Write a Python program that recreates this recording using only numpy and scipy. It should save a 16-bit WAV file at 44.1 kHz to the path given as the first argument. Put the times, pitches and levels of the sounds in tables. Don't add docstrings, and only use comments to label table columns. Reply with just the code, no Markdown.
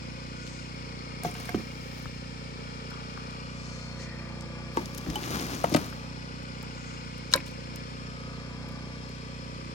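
import sys
import numpy as np
from scipy import signal
from scipy.fft import rfft, irfft, next_fast_len
from scipy.io import wavfile
from scipy.ndimage import uniform_filter1d, map_coordinates

SR = 44100
rng = np.random.default_rng(int(sys.argv[2]) if len(sys.argv) > 2 else 0)


def transcribe(u):
    v = np.clip(np.atleast_2d(u).T, -1, 1)
    q = np.round(v * 32767).astype(np.int16)
    wavfile.write(sys.argv[1], SR, q)


N = 429532
FFT_SIZE = next_fast_len(N, real=True)
TIME, FREQ = np.arange(N) / SR, np.fft.rfftfreq(FFT_SIZE, 1 / SR)

# time_s, speed_rpm
ENGINE_SPEED = [(0, 3587), (0.6, 3680), (1.15, 3616), (2.15, 3654), (2.45, 3615), (3.6, 3649), (3.9, 3632),
                (5.2, 3683), (5.95, 3620), (6.35, 3708), (7.1, 3609), (7.35, 3655), (8.15, 3616),
                (8.8, 3700), (9.1, 3646), (9.74, 3630)]
# time_s, turn (0 faces the fire, 1 the bin)
FACING = [(0, .05), (3.3, 0), (3.65, .55), (4.0, 1), (4.6, .85), (5.3, .5), (6.1, .25), (7.1, 0),
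          (7.9, .05), (8.3, .65), (8.7, .88), (9.1, .4), (9.74, .05)]
# harmonic, level_db
INTAKE_TONES = [(1, -67), (2, -45), (3, -51.5), (4, -44)]
EXHAUST_TONES = [(5, -45), (6, -44.5), (7, -51), (8, -47.5)]
MUFFLER_TONES = [(17, -58), (18, -62), (20, -67)]
# [time_s, level_db]
EXHAUST_SWELLS = [(9, [(0, -50.5), (2, -51.5), (3.4, -51), (4.2, -61), (4.6, -64), (5.2, -48.5), (7, -51.5),
                  (9.74, -51.5)]), (11, [(0, -51.5), (0.5, -52.5), (1.9, -57.5), (2.7, -85), (3.5, -69),
                  (4.1, -53), (4.5, -50.5), (5.3, -59), (6.1, -60), (7.8, -53), (8.3, -73), (8.8, -58),
                  (9.3, -64), (9.65, -51)])]
# freq_hz, level_db
CLATTER_EQ = [(20, -100), (60, -84), (200, -73.5), (300, -81), (420, -83.5), (560, -83), (680, -88),
              (2000, -86.5), (3700, -89), (5000, -91), (6200, -98.5), (9400, -101), (11500, -117),
              (16000, -117)]
# pitch_hz, width_hz, boost_db
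PANEL_PEAKS = [(2390, 243, 9), (3280, 210, 5.5), (4270, 160, 6.5), (4860, 150, 3.5), (5260, 520, 10.5),
               (7350, 1300, 5)]
# freq_hz, share (0 to 1)
CLATTER_REPEATS = [(300, 0.49), (600, 0.64), (1200, 0), (2500, 0.37), (6000, 0)]
# [time_s, level_db]
RINGING_PARTS = [(0.191, 0.67, [(410, 15, 0.15), (449.5, 16.5, 0.14), (574.6, 7, 0.23)], [(0, -75),
                 (1, -56), (2, -66), (2.6, -52), (3.2, -53), (4.2, -70), (6, -56), (7.1, -63.5), (8.4, -57),
                 (9.74, -56.5)]), (0.0983, 1, [(764, -5, 0.18), (858, 6, 0.082)], [(0, -63), (1, -63),
                 (2.5, -67), (3.1, -53), (3.6, -67), (4.4, -58.5), (6.3, -58), (7.2, -60), (8.4, -66),
                 (8.8, -58), (9.2, -68), (9.74, -71)]), (0.6, 0.088, [(1177, 0, 0.11)], [(0, -57),
                 (0.6, -54), (2.3, -60), (3.4, -49.5), (3.9, -63), (4.5, -53.5), (6.2, -54.5), (7.1, -58),
                 (8, -59), (8.4, -56.5), (9.1, -55.5), (9.74, -52)]), (0.6, 0.11, [(1270, 0, 0.2)],
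                 [(0, -60), (1.1, -53), (2.3, -61), (3.4, -51.5), (4, -65), (6.5, -55), (7.6, -57),
                 (8.25, -52.5), (8.8, -64), (9.74, -59)]), (0.56, 0.73, [(1452, 0, 0.15)], [(0, -70),
                 (0.4, -51), (1.2, -72), (2.9, -54), (4, -62), (5, -65), (6.6, -53), (7.4, -59),
                 (9.74, -76)]), (0.39, 0.39, [(2187, 5.5, 0.06), (2270, -2, 0.023)], [(0, -62),
                 (0.6, -57.5), (1.15, -53.5), (1.8, -56), (2.4, -62), (4, -62), (6.3, -65), (7.1, -56),
                 (8.2, -64), (9.74, -73)]), (0.58, 1, [(2780, 0.5, 0.069), (2913, 2, 0.059)], [(0, -66),
                 (1, -60), (2, -62), (3.3, -61.5), (5, -70), (7.1, -60), (8.2, -69), (9.74, -97)]),
                 (0.85, 0.86, [(2396, 7, 0.045), (2527, 2, 0.042)], [(0, -69), (1.2, -75), (2.6, -78),
                 (4.3, -55), (7, -78), (8.7, -89), (9.74, -73)])]
# time_s, level_db
WHINE_LEVEL = [(0, -68), (.65, -63), (1, -57), (1.45, -73), (3.4, -63), (3.9, -53), (4.2, -67), (7.6, -65),
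               (9.74, -85)]
# freq_hz, correlation
FAR_LIKENESS = [(60, -1), (300, 0.2), (1000, .5), (3000, 0.27), (10000, -0.06)]
NEAR_LIKENESS = [(150, .99), (600, .94), (2000, .7), (8000, .65)]
# start_s, length_s, level_db,
# pitch_hz, spread_octaves
ENGINE_FLARES = [(0.259, 0.52, -57, 6660, 0.19), (2.846, 0.23, -53.5, 1200, 0.2), (3.385, 0.69, -56, 5760, 0.27),
                 (3.946, 0.15, -50, 4860, 0.34), (3.875, .52, -51.5, 1900, 0.058), (6.604, 0.54, -60, 6860, 0.11)]
# start_s, level_db, pitch_hz,
# spread_octaves, t60_s, pan_db (left minus right)
TWIG_SNAPS = [(0.467, -36, 3300, 0.6, .016, 0), (0.475, -34, 3500, 0.53, .016, 0),
              (1.234, -31.5, 6960, 1.2, 0.025, -10), (1.3115, -39, 8500, 0.27, 0.02, -7),
              (1.341, -39, 7500, 0.54, .02, -4), (1.398, -43, 8000, 0.53, 0.034, -7),
              (1.453, -36, 2200, 1, 0.023, -12), (1.4746, -41, 8000, .8, .012, -4),
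              (1.492, -31, 6000, 1.2, .014, -4), (2.0253, -44, 10000, .7, .012, 0),
              (2.0572, -35, 1700, 0.22, .012, 2), (3.3074, -43, 3500, .6, .025, -4),
              (4.408, -34, 5800, 0.31, 0.013, 5), (4.422, -42, 6000, 0.25, 0.013, 5),
              (4.7432, -45, 8000, .9, .012, 1), (4.7665, -34, 6000, 1.3, 0.013, 3),
              (4.856, -33.5, 5500, 0.48, 0.016, 6), (4.947, -33, 7500, 1.5, 0.02, 3),
              (4.977, -28, 6860, 1, 0.017, 8), (4.989, -43, 9000, .6, .01, 0),
              (5.0972, -34.5, 2000, 1, 0.048, 2), (5.155, -29.5, 7000, 0.72, 0.018, 2),
              (5.232, -33, 3280, 0.49, 0.046, -1), (5.3075, -33, 7000, 1.4, .018, 1),
              (5.3946, -35.5, 3520, 0.35, .03, 12), (5.408, -33, 7000, .9, 0.016, 0),
              (5.363, -36, 3800, 0.39, .02, 2), (5.511, -42, 3200, .7, 0.022, 2),
              (5.547, -36, 4000, 0.63, 0.033, 2), (5.639, -28, 5000, 1.3, 0.011, -6),
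              (5.6946, -33, 10500, .3, .012, 0), (5.716, -39, 3000, 1, 0.079, 6),
              (5.7395, -23, 2580, 0.75, 0.052, 2), (5.76, -29, 2940, 1.6, 0.073, -3),
              (5.8602, -36, 6000, 1, .012, 1), (5.8986, -40, 6130, 0.65, .012, 4),
              (7.315, -36.5, 4000, 0.59, 0.076, 0), (7.326, -30, 2200, 0.68, 0.051, 0),
              (7.3364, -8.5, 4940, 0.5, 0.011, -10), (7.36, -18.5, 8600, 0.4, 0.0095, -7),
              (7.373, -33, 2250, 0.07, 0.057, -3), (7.4, -37, 2000, .25, .05, -2),
              (7.459, -46.5, 4600, 0.69, 0.18, -1)]
# start_s, level_db
EMBER_POPS = [(0.7444, -53), (2.904, -46), (6.4294, -50), (6.627, -37), (7.1794, -44), (7.759, -31),
              (8.687, -46), (8.7194, -52), (9.0923, -47)]
# [time_s, force_db]
DRAGS = [(0, 0, [(1.21, -70), (1.25, -39.5), (1.31, -51.5), (1.42, -47), (1.56, -50), (1.65, -59),
         (2.0, -53), (2.3, -84)]), (1.5, 1.2, [(4.72, -64), (4.79, -48), (4.9, -53.5), (5.03, -50.5),
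         (5.12, -47.5), (5.33, -37.5), (5.55, -40.5), (5.61, -43.5), (5.8, -42.5), (5.97, -56.5),
         (6.15, -80)])]
# freq_hz, gain_db
RASP_EQ = [(200, -29), (600, -12), (1200, 3), (2500, -4), (5500, -7), (8500, -12.5), (16000, -13.5)]
RUMBLE_EQ = [(20, -36), (50, -3.5), (150, 3.5), (320, 3.5), (550, -7.5), (1200, -18.5), (4000, -115)]
MODES = { "log": [(161, -10, 0.12), (460, -7.5, 0.062), (714, 0.5, 0.11), (880, -8, 0.085),
         (1130, -1, 0.037), (1600, 1, 0.04), (2150, 5.5, 0.037), (3200, -15, 0.026)],
         "pit": [(109, -10, 0.13), (197, -8, 0.24), (223, -3.5, 0.14), (303, 5, 0.042), (398, 5, 0.032),
         (726, -12, 0.081), (1290, 3, 0.007)], "branch": [(265, -11, .08), (341, -3.5, 0.11),
         (453, 0, 0.025), (840, 0.5, 0.021), (913, -0.5, 0.06), (1140, -1, 0.041), (1640, -12, .06),
         (2060, -15, 0.081)], "stick": [(845, -0.5, 0.11), (3023, 3.5, 0.036), (3080, -5, 0.039)],
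         "bin": [(96, -23, 0.19), (163.3, -8.5, 0.25), (242, -2, 0.076), (293, 5.5, 0.05),
         (330, 4.5, 0.034), (600, 0, 0.042), (744, -6.5, 0.042), (914, -10, 0.045), (1260, -16, 0.12),
         (1580, -16.5, 0.065), (2000, -2, 0.02)], "stump": [(453, -2, 0.03), (567, 4, 0.025),
         (699, 2.5, 0.047), (903, 5.5, 0.021), (937, 4, 0.028), (1310, -2, 0.028)],
         "plank": [(551, -15.5, 0.065), (1014, -9, 0.092), (1370, -3.5, 0.02), (1617, -4.5, 0.046),
         (1770, 0, 0.013), (2260, -18, 0.18), (3780, 8, 0.011), (3950, 13.5, 0.01), (4400, 5.5, 0.0091),
         (5260, 7, 0.0064), (5520, -8, 0.013), (8000, -5, 0.0086)]}
# start_s, thing, level_db, contact_hz (top of the range it excites), crunch_db, pan_db
KNOCKS = [(1.2335, "log", -37, 1090, -46, 0), (1.248, "log", -21, 820, -53, 1),
          (1.26, "log", -18, 200, -60, -5), (1.352, "log", -42, 1360, -37.5, -2),
          (1.402, "log", -49, 980, -44, -3), (1.4905, "log", -34.5, 2900, -39, -8),
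          (1.5446, "pit", -21, 1470, -36, -1.5), (1.5758, "pit", -33.5, 500, -55, -4),
          (1.598, "pit", -38, 920, -43, -1.5), (4.771, "branch", -18.5, 2400, -30, 1),
          (5.066, "bin", -32, 594, -43, 3), (5.082, "bin", -27, 300, -52, 7),
          (5.095, "bin", -28, 280, -52, 1), (5.157, "stick", -25.5, 6140, -34, -0.5),
          (5.6402, "stump", -16, 1990, -28, 2.5), (5.719, "bin", -22.5, 525, -54, 3),
          (5.7462, "bin", -12.5, 1930, -27.5, 4), (5.767, "bin", -25, 1180, -29.5, 6),
          (7.3377, "plank", -14, 9000, -24, 1.5), (7.353, "plank", -3, 680, -32, -1)]
# start_s, level_db, t60_s, pan_db
FOOTSTEPS = [(2.0572, -30, 0.016, 2), (2.914, -44, 0.071, 4), (3.175, -38, 0.04, 11),
             (5.926, -38.5, 0.032, 8), (6.627, -40.5, 0.035, 5)]
# start_s, level_db, pan_db
BUMPS = [(2.058, -39, 14), (2.159, -42, 0), (5.085, -32, 9)]
# freq_hz, left_minus_right_db
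PORT_TILT = [(60, -4), (300, -2.5), (500, -3), (800, 4), (2200, 1.5), (3000, 2.5), (4200, 7), (6400, 12.5),
             (8200, -1), (15000, -0.5)]

ON_FIRE = ("log", "pit", "plank")
BIN_LEAD_S, FIRE_LEAD_S = .00032, .00015


def amp(db):
    return 10 ** (np.asarray(db) / 20)


def unit_rms(x):
    return x / np.sqrt(np.mean(x ** 2) + 1e-20)


def over_time(points):
    return np.interp(TIME, *np.transpose(points))


def over_freq(points, hz=FREQ):
    f, value = np.transpose(points)
    return np.interp(np.log(hz + 1), np.log(f + 1), value)


def to_sound(spectrum):
    return irfft(spectrum, FFT_SIZE)[..., :N]


def panned(db):
    return amp(np.array([[db], [-db]]) / 2)


def add(mix, start_s, sound):
    part = mix[:, round(start_s * SR):][:, :sound.shape[1]]
    part += sound[:, :part.shape[1]]


def paired(z, likeness):
    c = np.clip(likeness, -1, 1)
    return np.array([z[0], c * z[0] + np.sqrt(1 - c ** 2) * z[1]])


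def arriving(x, lead_s):
    return np.array([map_coordinates(channel, [(TIME + side * lead_s) * SR], order=3)
                     for channel, side in zip(x, (.5, -.5))])


def noise_band(size, hz, octaves):
    f = np.fft.rfftfreq(size, 1 / SR) + 1
    bell = np.exp(-(np.log2(f / hz) / octaves) ** 2 / 4)
    noise = paired(rfft(rng.standard_normal((2, size))), over_freq(NEAR_LIKENESS, f))
    return unit_rms(irfft(noise * bell, size))


def burst(hz, octaves, t60, rise_s=0.001, grain_db=6.0):
    t = np.arange(8192) / SR
    grain = unit_rms(uniform_filter1d(rng.standard_normal(len(t)), int(4 * SR / hz) + 1))
    fade = amp(-60 * t / t60) * (1 - np.exp(-t / rise_s))
    ragged = noise_band(len(t), hz, octaves) * amp(grain_db * grain)
    return unit_rms(ragged * fade) * np.sqrt(np.mean(fade ** 2))


def wander():
    sways = (np.sin(2 * np.pi * (hz * TIME[::256] + rng.random())) for hz in np.geomspace(.3, 1.6, 12))
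    return unit_rms(sum(sways)).repeat(256)[:N]


def hum(cycles, intake_at=0.016, exhaust_at=0.4134, muffler_at=0.2586, uneven=0.059):
    def pulse(tones, at):
        return sum(amp(db) * np.cos(2 * np.pi * round(k) * (cycles - at)) for k, db in tones)

    count = int(cycles[-1]) + 3
    strength = 1 + uneven * np.interp(cycles, np.arange(count), rng.standard_normal(count))
    swells = [(k, over_time(level)) for k, level in EXHAUST_SWELLS]
    exhaust = pulse(EXHAUST_TONES + swells, exhaust_at)
    return strength * (pulse(INTAKE_TONES, intake_at) - exhaust + pulse(MUFFLER_TONES, muffler_at))


def chuff(cycles, level_db=-56.0, at=0.26, width=0.31):
    from_peak = (cycles - at + .5) % 1 - .5
    gate = np.exp(-(from_peak / width) ** 2)
    return amp(level_db) * unit_rms(gate * noise_band(FFT_SIZE, hz=480, octaves=0.18)[:, :N])


def clatter(cycles, valve_at=0.9, valve_width=0.16, valve_gain=0.2, loop_size=1453):
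    place = cycles % 1
    loops = signal.resample(rng.standard_normal((2, loop_size)), 4 * loop_size, axis=1)
    rattle = np.array([np.interp(place, np.linspace(0, 1, len(loop)), loop) for loop in loops])
    fan = rng.standard_normal((2, N))
    valves = unit_rms(1 + valve_gain * np.exp(-((place - valve_at) / valve_width) ** 2))
    share = np.clip(over_freq(CLATTER_REPEATS), 0, 1)
    blend = np.sqrt(share) * rfft(rattle * valves, FFT_SIZE)
    blend += np.sqrt(1 - share) * rfft(fan * valves, FFT_SIZE)
    panels_db = sum(db / (1 + (2 * (FREQ - hz) / width) ** 2) for hz, width, db in PANEL_PEAKS)
    colour = amp(over_freq(CLATTER_EQ) + panels_db) * np.sqrt(SR / 2)
    return paired(blend, over_freq(FAR_LIKENESS)) * colour


def ringing_part(cycles, place, looseness, modes, rise_s=0.002, scatter_s=.00016, uneven=.45):
    t, beats = np.arange(SR // 8) / SR, np.arange(int(cycles[-1]) + 1)
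    hit_s = np.interp(beats + place, cycles, TIME)
    hit_s += looseness * scatter_s * rng.standard_normal(len(beats))
    strength = 1 + looseness * uneven * rng.standard_normal(len(beats))
    blows = np.zeros(N)
    blows[np.clip(hit_s * SR, 0, N - 1).astype(int)] = strength
    ring = sum(amp(db - 60 * t / t60) * np.sin(2 * np.pi * hz * t) for hz, db, t60 in modes)
    attack = 1 - np.exp(-t / rise_s)
    return unit_rms(signal.oaconvolve(blows, ring * attack)[:N])


def whine(cycles, harmonic=143, width_hz=40):
    blur = np.cumsum(rng.standard_normal((2, 2, N)), axis=2) * np.sqrt(2 * np.pi * width_hz / SR)
    tone, neighbour = (np.cos(2 * np.pi * (harmonic + k) * cycles + blur[k]) for k in (0, 1))
    return amp(over_time(WHINE_LEVEL)) * unit_rms(tone + neighbour)


def roaming_echoes(x, echo_gain=0.22, spacing_s=.002, sway_s=0.00025, count=3):
    out = x.copy()
    for k in range(count):
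        sway = sum(np.sin(2 * np.pi * (hz * TIME + rng.random())) for hz in (.09, .23)) / 2
        delay_s = spacing_s * (k + 1) + sway_s * sway
        out += echo_gain * np.array([map_coordinates(c, [(TIME - delay_s) * SR], order=2) for c in x])
    return out / np.sqrt(1 + count * echo_gain ** 2)


def generator(hiss_hz=1900, drift_db=0.5):
    cycles = np.cumsum(over_time(ENGINE_SPEED) / 120) / SR - .199
    facing = over_time(FACING)
    spectrum = clatter(cycles)
    lowpass = 1 / (1 + (FREQ / hiss_hz) ** 6)
    rattle = amp(4.5 + 0.6 * facing + drift_db * wander()) * to_sound(spectrum * lowpass)
    hiss = amp(-0.5 - 2.5 * facing) * to_sound(spectrum * (1 - lowpass))
    body = amp(-0.72 + 1.7 * facing) * hum(cycles) + chuff(cycles)
    ringing = sum(amp(over_time(level)) * ringing_part(cycles, place, looseness, modes)
                  for place, looseness, modes, level in RINGING_PARTS)
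    engine = body + ringing + whine(cycles) + roaming_echoes(rattle + hiss)
    return arriving(engine, lead_s=np.interp(facing, [0, 1], [.00044, .00012]))


def engine_flares():
    out = np.zeros((2, N))
    for start_s, length_s, db, hz, octaves in ENGINE_FLARES:
        size = int(length_s * SR)
        add(out, start_s, amp(db) * noise_band(size, hz, octaves) * np.hanning(size))
    return out


def twig_snaps():
    out = np.zeros((2, N))
    for start_s, db, hz, octaves, t60, pan_db in TWIG_SNAPS:
        add(out, start_s, amp(db) * panned(pan_db) * burst(hz, octaves, t60))
    return out


def embers():
    out = np.zeros((2, N))
    for start_s, db in EMBER_POPS:
        add(out, start_s, amp(db) * burst(hz=7000, octaves=0.67, t60=0.013))
    return out


def drags(catches_per_s=2500, size_db=-1.5, jerk_db=1.3, jerk_s=0.021):
    catches = (rng.random(N) < catches_per_s / SR) * amp(size_db * np.minimum(rng.exponential(1, N), 3))
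    jerks = amp(jerk_db * unit_rms(uniform_filter1d(rng.standard_normal(N), int(jerk_s * SR) + 1)))
    clicks = jerks * catches * rng.choice([-1, 1], (2, N))
    friction = paired(rfft(clicks, FFT_SIZE), over_freq(NEAR_LIKENESS))
    rasp = unit_rms(to_sound(friction * amp(over_freq(RASP_EQ))))
    rumble = unit_rms(to_sound(friction * amp(over_freq(RUMBLE_EQ)))) * panned(4.7)
    out = pile_shake() * rumble
    for hollow_db, pan_db, force in DRAGS:
        time_s, force_db = np.transpose(force)
        sliding = (TIME > time_s[0]) & (TIME < time_s[-1])
        pull = sliding * amp(np.interp(TIME, time_s, force_db))
        out += pull * (panned(pan_db) * rasp + amp(hollow_db) * rumble)
    return out


def splinters(per_s=55, pitch_hz=3700, scatter_octaves=0.8, lift_db=1, spread_db=4, width_db=4):
    out = np.zeros((2, N))
    for _, pan_db, force in DRAGS:
        time_s, force_db = np.transpose(force)
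        count = int(per_s * (time_s[-1] - time_s[0]))
        for place, size, pitch, side in rng.uniform(-1, 1, (count, 4)):
            start_s = np.interp(place, [-1, 1], [time_s[0], time_s[-1]])
            db = np.interp(start_s, time_s, force_db) + lift_db + spread_db * size
            ping = burst(pitch_hz * 2 ** (scatter_octaves * pitch), octaves=0.35, t60=0.018)
            add(out, start_s, amp(db) * panned(pan_db + width_db * side) * ping)
    return out


def knocks(crunch_cycles=75, crunch_lead_cycles=1.535):
    out = np.zeros((2, N))
    for start_s, thing, db, contact_hz, crunch_db, pan_db in KNOCKS:
        lead_s = FIRE_LEAD_S if thing in ON_FIRE else BIN_LEAD_S
        t = np.maximum(np.arange(SR // 3) / SR - np.array([[0], [lead_s]]), 0)
        ring = np.zeros_like(t)
        for k, (hz, mode_db, t60) in enumerate(MODES[thing]):
            drive = (-1) ** k / np.sqrt(1 + (hz / contact_hz) ** 6)
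            ring += drive * amp(mode_db - 60 * t / t60) * np.sin(2 * np.pi * hz * t)
        attack = 1 - np.exp(-2 * t * contact_hz)
        add(out, start_s, amp(db) * panned(pan_db) * ring * attack)
        crunch_hz = 1140 * (contact_hz / 1000) ** 0.42
        crunch = burst(crunch_hz, octaves=0.86, t60=crunch_cycles / crunch_hz)
        add(out, start_s - crunch_lead_cycles / contact_hz, amp(crunch_db) * panned(pan_db) * crunch)
    return out


def pile_shake(bin_db=-18, fire_db=-30, t60=0.2):
    envelope, t = np.zeros((1, N)), np.arange(SR // 2)[None] / SR
    for start_s, thing, db, *_ in KNOCKS:
        shake_db = fire_db if thing in ON_FIRE else bin_db
        add(envelope, start_s, amp(db + shake_db - 60 * t / t60))
    return envelope


def footsteps():
    out = np.zeros((2, N))
    for start_s, db, t60, pan_db in FOOTSTEPS:
        add(out, start_s, amp(db) * panned(pan_db) * burst(hz=1140, octaves=0.33, t60=t60))
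    return out


def bumps():
    out = np.zeros((2, N))
    for start_s, db, pan_db in BUMPS:
        add(out, start_s, amp(db) * panned(pan_db) * burst(hz=72.5, octaves=0.59, t60=0.15))
    return out


def open_air(x, wet_db=-17, t60=0.3, treble_t60=0.16, treble_hz=2800, delay_s=0.0023, taps_per_s=3000):
    t = np.arange(SR // 3) / SR
    taps = rng.standard_normal((2, len(t))) * (rng.random((2, len(t))) < taps_per_s / SR) * (t > delay_s)
    low = signal.sosfiltfilt(signal.butter(4, treble_hz, fs=SR, output="sos"), taps)
    decay = amp(-60 * t / t60)
    tail = low * decay + (taps - low) * amp(-60 * t / treble_t60)
    tail /= np.linalg.norm(taps[0] * decay)
    return x + amp(wet_db) * signal.oaconvolve(x, tail, axes=1)[:, :N]


def scene():
    bed = generator()
    hits = knocks() + twig_snaps() + embers() + footsteps() + bumps() + splinters()
    return bed + open_air(hits) + arriving(drags(), BIN_LEAD_S) + engine_flares()


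def record(dry, ceiling=.95, cutoff_hz=16100):
    port_gains = amp(over_freq(PORT_TILT) * np.array([[.5], [-.5]]))
    coloured = to_sound(rfft(dry, FFT_SIZE) * port_gains)
    clipped = ceiling * np.tanh(coloured / ceiling)
    lowpass = signal.firwin(401, cutoff_hz, window=("kaiser", 9), fs=SR)
    return signal.oaconvolve(clipped, lowpass[None], "same")


dry = scene()
out = record(dry)
transcribe(out)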